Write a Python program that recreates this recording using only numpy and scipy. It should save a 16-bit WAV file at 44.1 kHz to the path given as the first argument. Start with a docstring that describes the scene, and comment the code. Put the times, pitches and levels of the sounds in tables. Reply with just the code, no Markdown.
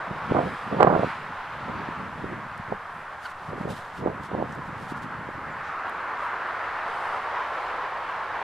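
"""Open air on a breezy day, heard from a stereo camera that stands still.
Gusts buffet the microphone in lumpy flutters and die away; the hardest eddies overload it.
Tyres roar on a distant road, swelling as cars go by. Close up, cloth rustles, ticks and squeaks once
as its fibres catch and slip. Leaves sigh in the breeze and a small bird whistles faintly,
over the thin hiss and whine of the camera's electronics."""
import sys
import numpy as np
from scipy import signal
from scipy.fft import rfft, irfft
from scipy.io import wavfile
from scipy.ndimage import uniform_filter1d

SR = 44100
rng = np.random.default_rng(int(sys.argv[2]) if len(sys.argv) > 2 else 0)


def output_pcm(signal):
    """Save a mono or channel-first signal as 16-bit PCM at the path in sys.argv[1].

    Samples are clipped to [-1, 1] before scaling.
    """
    pcm = np.clip(np.atleast_2d(signal).T, -1, 1) * 32767
    wavfile.write(sys.argv[1], SR, np.round(pcm).astype(np.int16))


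N = 371763
T = np.arange(N) / SR
ALL_HZ = np.fft.rfftfreq(N, 1 / SR)
FRAME, HOP = 512, 128  # samples, for the moving filters
FRAME_S = np.arange(N // HOP + 3)[:, None] * HOP / SR
BIN_HZ = np.fft.rfftfreq(FRAME, 1 / SR)

# Gusts at the microphone. Each row: peak time in seconds, strength in dB, rise and fall in seconds.
WIND_GUSTS = [(.11, -36, 0.076, 0.15), (.313, -27.5, 0.054, .015), (.368, -21, 0.046, 0.12),
              (.76, -27.5, 0.094, 0.13), (0.819, -15, 0.036, 0.092), (0.916, -18, 0.047, 0.11),
              (1.03, -29.5, .05, 0.062), (1.3, -44, 0.28, 0.23), (1.73, -34.5, .21, 0.29),
              (2.0, -35, 0.076, 0.21), (2.25, -34.5, 0.15, 0.36), (2.598, -38.5, 0.036, .03),
              (2.72, -29, 0.047, 0.036), (2.97, -45.5, .05, 0.14), (3.52, -36.5, 0.065, 0.12),
              (3.66, -29.5, 0.16, .11), (4.075, -26, 0.091, 0.1), (4.2, -34, 0.04, 0.023),
              (4.39, -28, 0.11, .12), (4.585, -33, 0.052, 0.023), (4.82, -38.5, 0.66, 0.75),
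              (5.1, -37.5, 0.19, 0.19), (5.43, -40.5, 0.18, 0.28)]
# The hardest eddies. Each row: time in seconds, relative level in dB, centre in Hz.
HARD_EDDIES = [(0.314, -12, 179), (.322, -5.5, 424), (.355, -10, 605), (0.368, -7, 870), (.805, 1.5, 930),
               (.808, 3.5, 660), (.830, 7.5, 883), (0.8481, 1.5, 566), (0.927, -8, 620), (0.964, -6, 358),
               (1.889, -19.5, 264), (2.244, -17, 384), (2.6, -25, 160), (2.725, -8, 590),
               (3.533, -17.5, 487), (3.656, -15.5, 403), (4.062, -5.5, 445), (4.0745, -7.5, 644),
               (4.317, -17.5, 550), (4.351, -12, 636), (4.426, -7.5, 620), (4.923, -19.5, 259),
               (5.29, -21, 403)]
# Colour of the buffeting. Each row: frequency in Hz, relative level in dB.
BUFFET_COLOUR = [(20, -23), (45, -9), (90, -1.5), (140, 1.5), (200, 0.5), (330, -4.5), (700, -1),
                 (1500, -6), (4000, -41)]
# Swells of the road, as cars pass or the breeze carries them. 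Each row: peak time in seconds,
# level in dB, half width in seconds, drive of the body EQ in dB, drive of the treble EQ in dB.
ROAD_SWELLS = [(0.044, -35, 0.093, 2.5, -4), (0.477, -37.5, 0.81, 1.5, 8), (1.083, -32, .11, -7, 2),
               (1.735, -37, 0.49, -1.5, 3), (2.46, -40.5, .5, -8.5, -4.5), (6.193, -29.5, 0.79, -5.5, -5),
               (7, -33, 0.58, 5, 5), (7.64, -35, 0.32, 8.5, 4.5), (8.35, -33, 0.66, 2.5, 2)]
# Colour of the distant tyres. Each row: frequency in Hz, relative level in dB.
TYRE_COLOUR = [(20, -62), (200, -24.5), (300, -17.5), (450, -10), (700, -5), (1000, 1), (1350, -1.5),
               (1800, -6.5), (2400, -15.5), (3500, -25), (5000, -33.5), (7000, -44), (16000, -60)]
# Colour of the rumble under the road. Each row: frequency in Hz, relative level in dB.
RUMBLE_COLOUR = [(10, 7), (30, -26), (60, 3), (100, 1.5), (170, -1.5), (280, -9), (600, -16), (2000, -58)]
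# Strokes of cloth. Each row: peak time in seconds, relative level in dB, half width in seconds.
CLOTH_STROKES = [(3.252, -51.5, .026), (3.305, -54, .012), (3.462, -60, 0.058), (3.615, -59, 0.042),
                 (3.71, -46.5, 0.015), (3.765, -51.5, 0.043), (3.86, -59.5, .04), (3.974, -55.5, .03),
                 (4.25, -53, 0.02), (4.523, -59, 0.036), (4.67, -60, 0.024), (4.83, -56.5, 0.053),
                 (4.905, -51.5, 0.017), (4.977, -57, 0.016), (5.033, -53.5, 0.013), (6.237, -58, 0.03)]
# Colour of rubbing fibres. Each row: frequency in Hz, relative level in dB.
CLOTH_COLOUR = [(200, -24), (1200, -9), (3000, 12), (4300, 7), (6000, 2.5), (9500, 0.5), (12000, -4.5),
                (16000, -18)]
# Tiny clicks. Each row: time in seconds, relative level in dB, half width in seconds,
# low and high band edges in Hz.
CLOTH_TICKS = [(2.579, -51, 0.001, 2500, 10500), (4.525, -56, .002, 5000, 8500),
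               (4.551, -59, .0015, 5000, 12000), (5.897, -51, 0.00081, 8000, 11500)]
# Sighs of leaves. Each row: peak time in seconds, relative level in dB, half width in seconds,
# centre in Hz.
LEAF_SIGHS = [(.53, -66.5, .16, 9000), (1.077, -68.5, 0.13, 8400), (2.25, -74, .1, 8500),
              (2.56, -66, .07, 3400), (2.98, -73, .05, 10500), (5.676, -63, 0.035, 5500),
              (7.038, -66.5, .14, 9000), (7.598, -72, 0.11, 8500)]
# Calls of a small bird. Each row: peak time in seconds, level in dB, pitch in Hz.
BIRD_CALLS = [(5.525, -65, 7250), (6.19, -68, 7200)]
# Colour of the hiss of leaves and microphone. Each row: frequency in Hz, relative level in dB.
HISS_COLOUR = [(20, -16), (2000, -4), (5000, 2.5), (8000, 1.5), (10500, -1.5), (13000, -7), (16000, -13)]
# Stereo image of diffuse sound. Each row: frequency in Hz, left-right likeness from 0 (wide) to 1 (mono).
STEREO_LIKENESS = [(30, 1), (300, 0.99), (800, 0.99), (1600, .98), (2500, 0.85), (4000, 0.84), (6000, 0.38),
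                   (10000, 0.17), (15000, .05)]


def wind(flow_db=5.5, eddy_db=-1, lee_flutter_db=-11, lee_hz=420):
    """The right port faces the wind; the left, in the lee, gets it later and duller, plus its own flutter."""
    strength_db = gust_strength()
    windward = gain_of(flow_db) * turbulence(strength_db) + gain_of(eddy_db) * eddies()
    sheltered = windward + gain_of(flow_db + lee_flutter_db) * turbulence(strength_db)
    return np.array([filtered(sheltered, 1 / (1 + 1j * ALL_HZ / lee_hz)), windward])


def gust_strength(lull_db=-70, drop_db=12.5, roundness=1.34, flutter_db=1.0, flutter_hz=23):
    """Wind strength in dB: each gust builds and dies away over a light breeze, and the flow flutters."""
    power = gain_of(lull_db) ** 2
    for s, db, rise, fall in WIND_GUSTS:
        away = np.maximum((s - T) / rise, (T - s) / fall)
        power = power + gain_of(db - drop_db * np.minimum(away, 10) ** roundness) ** 2
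    return 10 * np.log10(power) + flutter_db * wander(flutter_hz)


def turbulence(strength_db, lumpy_db=4.0, lump_hz=110, corner_hz=900, strong_db=-22, brightening=0.59):
    """Pressure comes in lumps; faster wind carries smaller eddies, so its whole band moves up in pitch."""
    lumps = evened(rng.standard_normal(N) * gain_of(lumpy_db * wander(lump_hz)))
    flow = evened(filtered(lumps, gain_of(curve_at(BUFFET_COLOUR, ALL_HZ)))) * gain_of(strength_db)
    excess_db = np.interp(FRAME_S, T, strength_db) - strong_db
    ratio = BIN_HZ / (corner_hz * gain_of(brightening * excess_db))
    low_cut = ratio / np.hypot(ratio, 0.29)
    return swept(flow, low_cut / np.hypot(1, ratio ** 2.3))


def eddies(half_cycles=0.36):
    """Each hard eddy is one short push and pull of pressure."""
    out = np.zeros(N)
    phases = rng.uniform(0, 2 * np.pi, len(HARD_EDDIES))
    for (s, db, hz), phase in zip(HARD_EDDIES, phases):
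        out += gain_of(db) * bump(s, half_cycles / hz) * np.cos(2 * np.pi * hz * (T - s) + phase)
    return out


def road(rumble_db=-54.5, waver_db=0.49, shimmer_db=1.0):
    """Tyre roar, dulled by distance and wavering in the moving air, over a steady rumble."""
    level_db, body_db, treble_db = traffic(FRAME_S)
    body_eq = curve_at([(250, -0.25), (450, 0.82), (950, 0.72), (1400, 0.096), (2400, -0.071)], BIN_HZ)
    treble_eq = curve_at([(1600, 0.0056), (3000, 1)], BIN_HZ)
    tone_db = body_db * body_eq + treble_db * treble_eq
    # Soft random patches in time and frequency make the roar shimmer.
    patches = uniform_filter1d(rng.standard_normal(tone_db.shape), size=40, axis=0)
    patches = evened(uniform_filter1d(patches, size=4, axis=1))
    tyres = stereo_noise(TYRE_COLOUR, curve_at(STEREO_LIKENESS, ALL_HZ))
    roar = swept(tyres, gain_of(level_db + tone_db + shimmer_db * patches))
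    roar *= gain_of(waver_db * wander(hz=15))
    return roar + gain_of(rumble_db) * stereo_noise(RUMBLE_COLOUR, likeness=0.98)


def traffic(t, steady_db=-38.5):
    """Swells add in power to the steady traffic farther off; body and treble are mixed by each swell's share of
    the power."""
    s, db, half, body_db, treble_db = np.transpose(ROAD_SWELLS)
    power = (gain_of(db) / (1 + ((t - s) / half) ** 2)) ** 2
    total = power.sum(1) + gain_of(steady_db) ** 2
    return np.array([10 * np.log10(total), power @ body_db / total, power @ treble_db / total])[..., None]


def cloth(grain_db=1.5, grain_hz=250, bright_hz=7500, firm_db=-48, brightening=0.27):
    """Fibres catch and slip under each stroke; a firmer stroke is brighter."""
    strokes = np.sqrt(sum((gain_of(db) * bump(s, half)) ** 2 for s, db, half in CLOTH_STROKES))
    fibres = evened(stereo_noise(CLOTH_COLOUR, likeness=0.77) * gain_of(grain_db * wander(grain_hz)))
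    dull = filtered(fibres, 1 / (1 + (ALL_HZ / bright_hz) ** 4))
    brightness = (strokes / gain_of(firm_db)) ** brightening
    return strokes * (dull + (fibres - dull) * brightness)


def squeak(peak_s=3.26, db=-30, half_s=.006, hz=1460):
    """For a moment the slipping fibres fall into step: a rough tone with a falling pitch."""
    pitch_hz = hz * (1 - 9 * np.clip(T - peak_s, -.03, .03) + .025 * wander(hz=400))
    turns = np.cumsum(pitch_hz) / SR
    tone = sum(gain_of(partial_db) * np.sin(2 * np.pi * harmonic * turns)
               for harmonic, partial_db in enumerate([0, -15, -15], start=1))
    return gain_of(db) * bump(peak_s, half_s) * tone


def ticks():
    """Dry little clicks, each a pinch of noise in its own treble band."""
    out = np.zeros(N)
    for s, db, half, low_hz, high_hz in CLOTH_TICKS:
        slope = (ALL_HZ / low_hz) ** 6
        band = slope / np.hypot(1, slope) / np.hypot(1, (ALL_HZ / high_hz) ** 6)
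        out += gain_of(db) * bump(s, half) * evened(filtered(rng.standard_normal(N), band))
    return out


def leaves(octaves=0.36):
    """The breeze stirs the leaves: each sigh is a smooth swell of hiss in its own band."""
    hiss = stereo_noise(HISS_COLOUR, likeness=0.85)
    out = np.zeros((2, N))
    for s, db, half, hz in LEAF_SIGHS:
        band = np.exp(-(np.log2((ALL_HZ + 1) / hz) / octaves) ** 2 / 2)
        out += gain_of(db) * bump(s, half) * evened(filtered(hiss, band))
    return out


def bird(half_s=.012, fall_hz_per_s=20000):
    """Each call is a thin, short whistle that slides down."""
    out = np.zeros(N)
    for s, db, hz in BIRD_CALLS:
        turns = hz * (T - s) - fall_hz_per_s * (T - s) ** 2 / 2
        out += gain_of(db) * bump(s, half_s) * np.sin(2 * np.pi * turns)
    return out


def electronics(hiss_db=-67.5, whine_db=-86, whine_hz=7656):
    """The noise floor: the microphone's steady hiss and the camera's thin whine."""
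    hiss = gain_of(hiss_db) * stereo_noise(HISS_COLOUR, curve_at(STEREO_LIKENESS, ALL_HZ))
    return hiss + gain_of(whine_db) * np.sqrt(2) * np.sin(2 * np.pi * whine_hz * T)


def gain_of(db):
    """Decibels to amplitude."""
    return 10 ** (np.asarray(db) / 20)


def evened(x):
    """Scaled to rms 1."""
    return x / np.sqrt(np.mean(x ** 2) + 1e-20)


def curve_at(points, hz):
    """A curve's value on a log-frequency axis."""
    point_hz, value = np.transpose(points)
    return np.interp(np.log(hz + 1), np.log(point_hz + 1), value)


def filtered(x, response):
    """A static EQ."""
    return irfft(rfft(x) * response, N)


def swept(x, gain):
    """A moving EQ, with one curve per frame."""
    frames = signal.stft(x, nperseg=FRAME, noverlap=FRAME - HOP)[2]
    shaped = frames * gain[:frames.shape[-1]].T
    return signal.istft(shaped, nperseg=FRAME, noverlap=FRAME - HOP)[1][..., :N]


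def wander(hz):
    """Smooth random drift of rms 1, up to about the given rate."""
    return evened(filtered(rng.standard_normal(N), np.exp(-(ALL_HZ / hz) ** 2)))


def stereo_noise(colour, likeness):
    """Coloured mid-side noise; more likeness narrows the image."""
    mid, side = rfft(rng.standard_normal((2, N)))
    channels = np.sqrt(1 + likeness) * mid + np.array([[1], [-1]]) * np.sqrt(1 - likeness) * side
    return evened(irfft(channels * gain_of(curve_at(colour, ALL_HZ)), N))


def bump(s, half):
    """A bell-shaped swell at time s; its half width is one standard deviation."""
    return np.exp(-np.minimum(((T - s) / half) ** 2 / 2, 50))


def scene():
    """Wind up front, the far road and a bird behind, and small near sounds a touch to the right."""
    near = cloth() + squeak() + ticks() + leaves() + electronics()
    return wind() + road() * gain_of([[-.15], [.15]]) + bird() + near * gain_of([[-.5], [.5]])


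def record(dry):
    """The hardest eddies clip at full scale; the ends are softened and the very top is cut."""
    clipped = np.clip(dry, -1, 1) * signal.windows.tukey(N, .0006)
    high_cut = signal.firwin(511, cutoff=15750, window=("kaiser", 9), fs=SR)
    return signal.oaconvolve(clipped, high_cut[None], "same")


dry = scene()
out = record(dry)
output_pcm(out)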